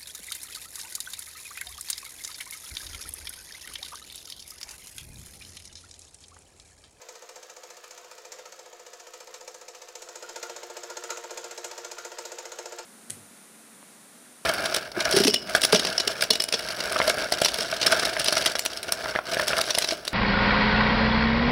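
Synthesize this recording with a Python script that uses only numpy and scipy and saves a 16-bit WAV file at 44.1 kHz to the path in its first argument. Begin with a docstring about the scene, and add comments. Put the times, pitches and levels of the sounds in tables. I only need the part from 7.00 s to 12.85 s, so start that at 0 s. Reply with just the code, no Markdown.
"""A toy steam engine turns about 15 times a second, driving line shafts and tin workshop models by belts.
Each turn gives a light knock, a spit of steam with a heavy knock that rings the base plate, and a weak
return puff. The strokes set brass clinking and loose tin clattering; pulleys rattle underneath.
In a small room, the microphone starts among the models and moves in beside the engine at about 3 s."""
import sys
import numpy as np
from scipy import signal
from scipy.io import wavfile

SR = 44100
rng = np.random.default_rng(int(sys.argv[2]) if len(sys.argv) > 2 else 0)


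def dump(signal):
    """Clip the signal to [-1, 1] and save it as 16-bit WAV at the path in sys.argv[1]."""
    limited = np.clip(np.atleast_2d(signal).T, -1, 1)
    pcm = np.round(limited * 32767).astype(np.int16)
    wavfile.write(sys.argv[1], SR, pcm)


N = 257984
TIME = np.arange(N) / SR
TURN_COUNT = 86


def amp(db):
    return 10 ** (np.asarray(db) / 20)

def value_at(points, hz):
    """Join the points by straight lines on a log-frequency axis."""
    point_hz, value = np.transpose(points)
    return np.interp(np.log(hz + 1), np.log(point_hz + 1), value)

def ring(x, response):
    return signal.oaconvolve(x, response)[:N]

def high_pass(x, hz):
    return signal.sosfilt(signal.butter(3, hz, "high", fs=SR, output="sos"), x)

def colour(x, spectrum, size=4096):
    """Causal filter of unit energy: the spectrum sets only the tone colour."""
    log_gain = np.log(amp(value_at(spectrum, abs(np.fft.fftfreq(size, 1 / SR)))))
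    minimum_phase = np.exp(np.conj(signal.hilbert(log_gain)))
    taps = np.fft.ifft(minimum_phase).real[:size // 2]
    return ring(x, taps / np.linalg.norm(taps))

def blows(start_s, level_db):
    """Single pushes at the given times."""
    at = np.round(start_s * SR).astype(int)
    inside = (at >= 0) & (at < N)
    return np.bincount(at[inside], amp(level_db)[inside], N)

def scatter(spread):
    """One random value for each turn."""
    return spread * rng.standard_normal(TURN_COUNT)

def burst(peak_s, sharpness, samples=SR // 10):
    """An envelope that swells to 1 at peak_s and dies away."""
    age = TIME[:samples] / peak_s
    return (age * np.exp(1 - age)) ** sharpness

def grains(per_s, spread_db):
    """Random tiny impacts of uneven size, at unit RMS."""
    size = amp(spread_db * np.minimum(rng.exponential(1, N), 4)) * rng.choice([-1, 1], N)
    impacts = size * (rng.random(N) < per_s / SR)
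    return impacts / np.sqrt(np.mean(impacts ** 2) + 1e-20)


# The microphone's path: time_s, nearness
MIC_PATH = [(0, 0.041), (1.4, 0.15), (2.2, 0.076), (2.8, 0.032), (3.1, 0.43), (3.4, 1), (4.1, 0.96),
            (5.0, 0.88), (5.4, 0.77), (5.85, 0.93)]
def nearness(time_s):
    """Where the microphone is: 0 (far) among the models, 1 (near) beside the engine."""
    return np.clip(np.interp(time_s, *np.transpose(MIC_PATH)), 0, 1)

# Decay of the small room: frequency_hz, t60_s
ROOM_DECAY = [(200, 0.17), (700, 0.13), (2000, 0.16), (7000, 0.3), (16000, 0.076)]
def room(x, wet_db, first_s=0.0018, count=3):
    """Dense reflections, each band dying at its own speed; their pattern shifts in a one-second cycle."""
    shape = (count, SR // 2)
    reflections = rng.standard_normal(shape) * (rng.random(shape) < 4000 / SR)
    reflections *= TIME[:SR // 2] > first_s
    hz, t, bands = signal.stft(reflections, SR, nperseg=256)
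    tails = signal.istft(bands * amp(-60 * t / value_at(ROOM_DECAY, hz)[:, None]), SR)[1]
    shares = np.sqrt(2 / count) * np.cos(2 * np.pi * (TIME + np.arange(count)[:, None] / count))
    wet = sum(ring(x * share, tail / np.linalg.norm(tail)) for share, tail in zip(shares, tails))
    return x + amp(wet_db) * wet

# The room's own noise: frequency_hz, gain_db
AIR_SPECTRUM = [(20, 14.5), (85, -27), (130, -21), (180, 11), (225, 0), (300, 0), (2000, -22), (16000, -12)]
def room_tone(hum_hz=51.5):
    """Low room noise and a faint mains hum, a little louder beside the engine."""
    air = amp(-77) * colour(rng.standard_normal(N), AIR_SPECTRUM)
    hum = amp(-90) * np.sqrt(2) * np.sin(2 * np.pi * hum_hz * TIME)
    return (air + hum) * amp(-2 + 3.3 * nearness(TIME))

# Pulleys on the line shafts: frequency_hz, gain_db
PULLEY_SPECTRUM = [(100, -26), (180, -16.5), (305, -17), (345, -4), (400, -2.5), (480, 5), (720, 4),
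                   (790, -2.5), (1400, -2), (3200, -8), (7000, -10), (8800, -23), (12800, -25.5),
                   (13700, -13), (14500, -36)]
# A belt snatches and a pulley rattles on: start_s, level_db
BELT_SNATCHES = [(1.326, -46), (1.39, -54), (3.436, -62), (4.114, -53)]
def pulleys():
    """Belts and dry bearings of the line shafts tick and rustle without pause."""
    rubbing = amp(-57.5 + 5.7 * nearness(TIME))
    snatches = ring(blows(*np.transpose(BELT_SNATCHES)), burst(peak_s=0.0058, sharpness=2.3))
    ticks = grains(per_s=1500, spread_db=2.5) * (rubbing + snatches)
    return room(colour(ticks, PULLEY_SPECTRUM), wet_db=-1.5)

# Each belt-driven shaft loads the engine once per revolution: period_turns, heaviest_turn
SHAFT_LOADS = [(4.531, .02), (3.003, 1.19)]
# Slow drift in how hard the engine works: time_s, steam_db, knock_db
ENGINE_EFFORT = [(0, -2.5, -1.5), (.65, 0, -0.5), (.9, -0.5, -2.5), (1.4, -1.7, -0.5), (1.75, -4.5, 1.5),
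                 (1.95, 0, -3.5), (2.45, -1, 1.5), (3.1, -1, 0.2), (3.45, 0, -2), (3.7, -3.8, -2),
                 (3.95, 1.5, .3), (5.85, 0.7, 0.5)]
# How hard a turn drives each sound: far_db, near_gain_db, load_share, scatter_db
EXHAUST_DRIVE = (-46, 7.5, 1.49, 0.78)
KNOCK_DRIVE = (-40, 8, 0.48, 1.65)
CLATTER_DRIVE = (-49.5, 7.5, .5, 0.25)
# The engine jolts or falters: time_s, extra_steam_db, extra_knock_db, extra_clatter_db
JOLTS = [(.08, 3, -0.5, 0), (.77, -.5, 0, 3), (.84, .8, 1, 3), (1.04, -3.5, -1.5, -1), (1.11, 0.5, -1.5, 2),
         (1.32, 4.5, 1, -3), (2.34, 5, -1, 4.5), (2.47, 5.5, 2.5, 0), (2.68, 6.5, 3.5, -11),
         (2.95, 5, 4.5, -3.5), (3.02, 5, 2, 0), (3.43, 1.5, -1.5, 3.5), (4.10, 5, 5.5, 7.5),
         (4.24, -5.5, 1, -3), (4.64, 2, 1, -1.5), (4.57, -2.5, 2, -4), (4.98, -3, -0.5, 3),
         (5.11, -3, 0, -2), (5.18, 1.5, 3, 4.5)]
def strokes(first_s=0.0144, turns_per_s=14.5644, turns_per_s2=0.05578, uneven_s=0.00036):
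    """The flywheel slowly gathers speed: each stroke's time and its steam, knock and clatter in dB."""
    turn = np.arange(TURN_COUNT)
    speed = np.sqrt(turns_per_s ** 2 + 2 * turns_per_s2 * turn)
    stroke_s = first_s + (speed - turns_per_s) / turns_per_s2
    load_db = 0.8 * sum(np.cos(2 * np.pi * (turn - heaviest) / period)
                        for period, heaviest in SHAFT_LOADS)
    drives = (EXHAUST_DRIVE, KNOCK_DRIVE, CLATTER_DRIVE)
    levels = np.array([far_db + gain_db * nearness(stroke_s) + share * load_db + scatter(scatter_db)
                       for far_db, gain_db, share, scatter_db in drives])
    effort_s, *efforts = np.transpose(ENGINE_EFFORT)
    steam_db, knock_db = (np.interp(stroke_s, effort_s, effort) for effort in efforts)
    levels += [steam_db, knock_db, 1.1 * steam_db]  # the clatter follows the steam
    for time_s, *extra_db in JOLTS:
        levels[:, np.argmin(abs(stroke_s - time_s))] += extra_db
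    return stroke_s + scatter(uneven_s), *levels

# The knocks within one turn: delay_s, push_db, shake_db
TURN_KNOCKS = [(-.0082, -12, -5), (.0033, 0, 0), (.0206, -13.5, -9), (.036, -30, -14)]
def knocks(stroke_s, knock_db, table_hz=115):
    """Play in the crank bearing and linkage: light knocks around the heavy one as the piston reverses."""
    push = sum(blows(stroke_s + delay_s + scatter(0.0001), knock_db + push_db + scatter(0.5))
               for delay_s, push_db, _ in TURN_KNOCKS)
    table_top = burst(peak_s=0.0025, sharpness=1.3) * np.sin(2 * np.pi * table_hz * TIME[:SR // 10])
    ringing = room(base_plate(push), wet_db=-19, first_s=0.012)
    return amp(-7) * ringing + amp(-37.5) * ring(push, table_top)

# Base plate and table, heard from among the models: pitch_hz, level_db, peak_s
FAR_PLATE = [(352.7, -21, 0.03), (448.6, -10, 0.021), (504.2, 0.5, 0.012), (539, -0.5, 0.0059),
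             (575, -4.5, 0.0034), (711, -9.5, 0.019), (904.6, -2.5, 0.0052), (1000, -11.5, 0.01),
             (1281, -12.5, 0.013), (1765, -11.5, 0.0054), (2410, -31, 0.0035)]
# Base plate, microphone beside the engine: pitch_hz, level_db, peak_s
NEAR_PLATE = [(357.9, -9, 0.018), (472.3, -8, 0.027), (502.5, 3, 0.0048), (585, 2.5, 0.0041),
              (691.4, -10, 0.012), (704.5, -13.5, 0.027), (902, -3, 0.0057), (1026, -17, 0.0063),
              (1343, -23, 0.014), (1366, -21.5, 0.023), (1632, -11.5, 0.0057), (2460, -40, 0.013)]
def base_plate(push):
    """Each mode builds up as the bending wave spreads over the plate, then dies away."""
    near = nearness(TIME)
    ringing = np.zeros(N)
    for share, modes in ((1 - near, FAR_PLATE), (near, NEAR_PLATE)):
        response = sum(amp(db) * burst(peak_s, 1.5, SR // 5) * np.sin(2 * np.pi * hz * TIME[:SR // 5])
                       for hz, db, peak_s in modes)
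        ringing += ring(push * share, response)
    return high_pass(ringing, hz=224)  # so small a plate radiates no bass

# Loose tin on the models and on the engine, each from close by: frequency_hz, gain_db
MODEL_TIN = [(250, -33), (480, -1), (790, -13), (900, -5.5), (1220, 0.5), (1302, 6), (1400, -2), (1800, -2),
             (2150, -17.5), (2370, -1), (2650, -4.5), (3400, -11.5), (4400, -6), (14000, -21.5)]
ENGINE_TIN = [(250, -30), (480, -1), (790, -18.5), (900, 13.5), (1150, -5), (1410, 10.5), (1560, -3),
              (1800, 1.5), (2150, -8), (2490, -3.5), (3200, -5.5), (4300, -5.5), (6000, -14), (14000, -41)]
def tin_clatter(stroke_s, clatter_db):
    """Each knock shakes loose tin parts into a brief flurry of contacts."""
    shake = sum(blows(stroke_s + delay_s - 0.0022 + scatter(0.00025), clatter_db + shake_db + scatter(1))
                for delay_s, _, shake_db in TURN_KNOCKS)
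    contacts = ring(shake, burst(peak_s=0.0026, sharpness=1)) * grains(per_s=2800, spread_db=2.5)
    near = nearness(TIME)
    tin = colour(contacts * (1 - near), MODEL_TIN) + amp(0.5) * colour(contacts * near, ENGINE_TIN)
    return room(high_pass(tin, hz=650), wet_db=-2)

# Steam at the exhaust port: frequency_hz, gain_db
STEAM_SPECTRUM = [(200, -62), (900, -43), (2000, -4), (3200, -8), (4300, -4), (4800, -7.5), (5200, 2),
                  (5600, -2.5), (6700, 3), (7600, -0.5), (8700, -12.5), (11000, -17), (13700, -18),
                  (16000, -26)]
def exhaust(stroke_s, steam_db):
    """The port opens once a turn and spits wet steam."""
    openings = blows(stroke_s - 0.0003 + scatter(0.0013), steam_db)
    flow = ring(openings, burst(peak_s=0.0052, sharpness=2.33))
    steam = amp(1.5) * colour(flow * grains(per_s=14000, spread_db=1), STEAM_SPECTRUM)
    return room(steam, wet_db=-6.5, first_s=0.0032)

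# A loose part on the engine, from close by: frequency_hz, gain_db
CLANK_SPECTRUM = [(700, -57), (1150, -14.5), (1340, -3.5), (1430, 0.5), (1560, -16.5), (2200, -39.5)]
# Its hard swings: start_s, level_db
HARD_SWINGS = [(3.232, -5), (3.43, -2), (3.452, -7.5), (4.125, -3)]
def clank(stroke_s, clatter_db):
    """A loose part on the engine buzzes with every turn and now and then swings hard against its seat."""
    buzz = ring(blows(stroke_s, clatter_db + 28.5), burst(peak_s=0.011, sharpness=0.9))
    swings = ring(blows(*np.transpose(HARD_SWINGS)), burst(peak_s=0.0078, sharpness=1))
    contacts = (buzz + swings) * nearness(TIME) * grains(per_s=3000, spread_db=1.5)
    return amp(-40.5) * colour(contacts, CLANK_SPECTRUM)

# Cylinder and steam pipe, from the models and from beside the engine: pitch_hz, far_db, near_db
BRASS_RING = [(2330, 0, -14), (2463, -31, -3), (4290, -14, 2.5), (4510, 1, -17), (5070, -4, 3.5),
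              (6020, 1, -5), (6270, 6, -19), (6580, -11, 5.5), (6840, -10, 4), (7530, -4, -0.5)]
def brass_clink(stroke_s, steam_db, rise_s=0.0023, t60_s=0.045):
    """Each stroke sets the brass ringing briefly, its modes a little differently every time."""
    t, near = TIME[:SR // 10], nearness(stroke_s)
    envelope = (1 - np.exp(-t / rise_s)) * amp(-60 * t / t60_s)
    ringing = np.zeros(N)
    for hz, far_db, near_db in BRASS_RING:
        strike_db = steam_db + far_db + (near_db - far_db) * near + scatter(2.5)
        ringing += ring(blows(stroke_s + 0.002, strike_db), envelope * np.sin(2 * np.pi * hz * t))
    return amp(-5) * ringing

# Steam slipping past the valve: frequency_hz, gain_db
LEAK_SPECTRUM = [(500, -38), (3000, -11.5), (7000, 8.5), (8800, -9), (11000, 0), (13700, -8), (16000, -4.5)]
def valve_leak(stroke_s):
    """On the return stroke a thin, bright puff escapes past the valve."""
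    puffs = blows(stroke_s + 0.037 + scatter(0.00086), -57 + 3.9 * nearness(stroke_s) + scatter(1.8))
    flow = ring(puffs, burst(peak_s=0.0056, sharpness=4.3))
    return room(colour(flow * rng.standard_normal(N), LEAK_SPECTRUM), wet_db=-20)


def scene():
    """Engine, models and room at one moving microphone."""
    stroke_s, steam_db, knock_db, clatter_db = strokes()
    engine = knocks(stroke_s, knock_db) + exhaust(stroke_s, steam_db) + brass_clink(stroke_s, steam_db)
    engine += valve_leak(stroke_s) + clank(stroke_s, clatter_db)
    return (engine + tin_clatter(stroke_s, clatter_db) + pulleys() + room_tone())[None]

def record(dry, edge_hz=15900):
    """The recorder's band limit."""
    low_pass = signal.firwin(511, edge_hz, window=("kaiser", 9), fs=SR)
    return signal.oaconvolve(dry, low_pass[None], "same")


dry = scene()
out = record(dry)
dump(out)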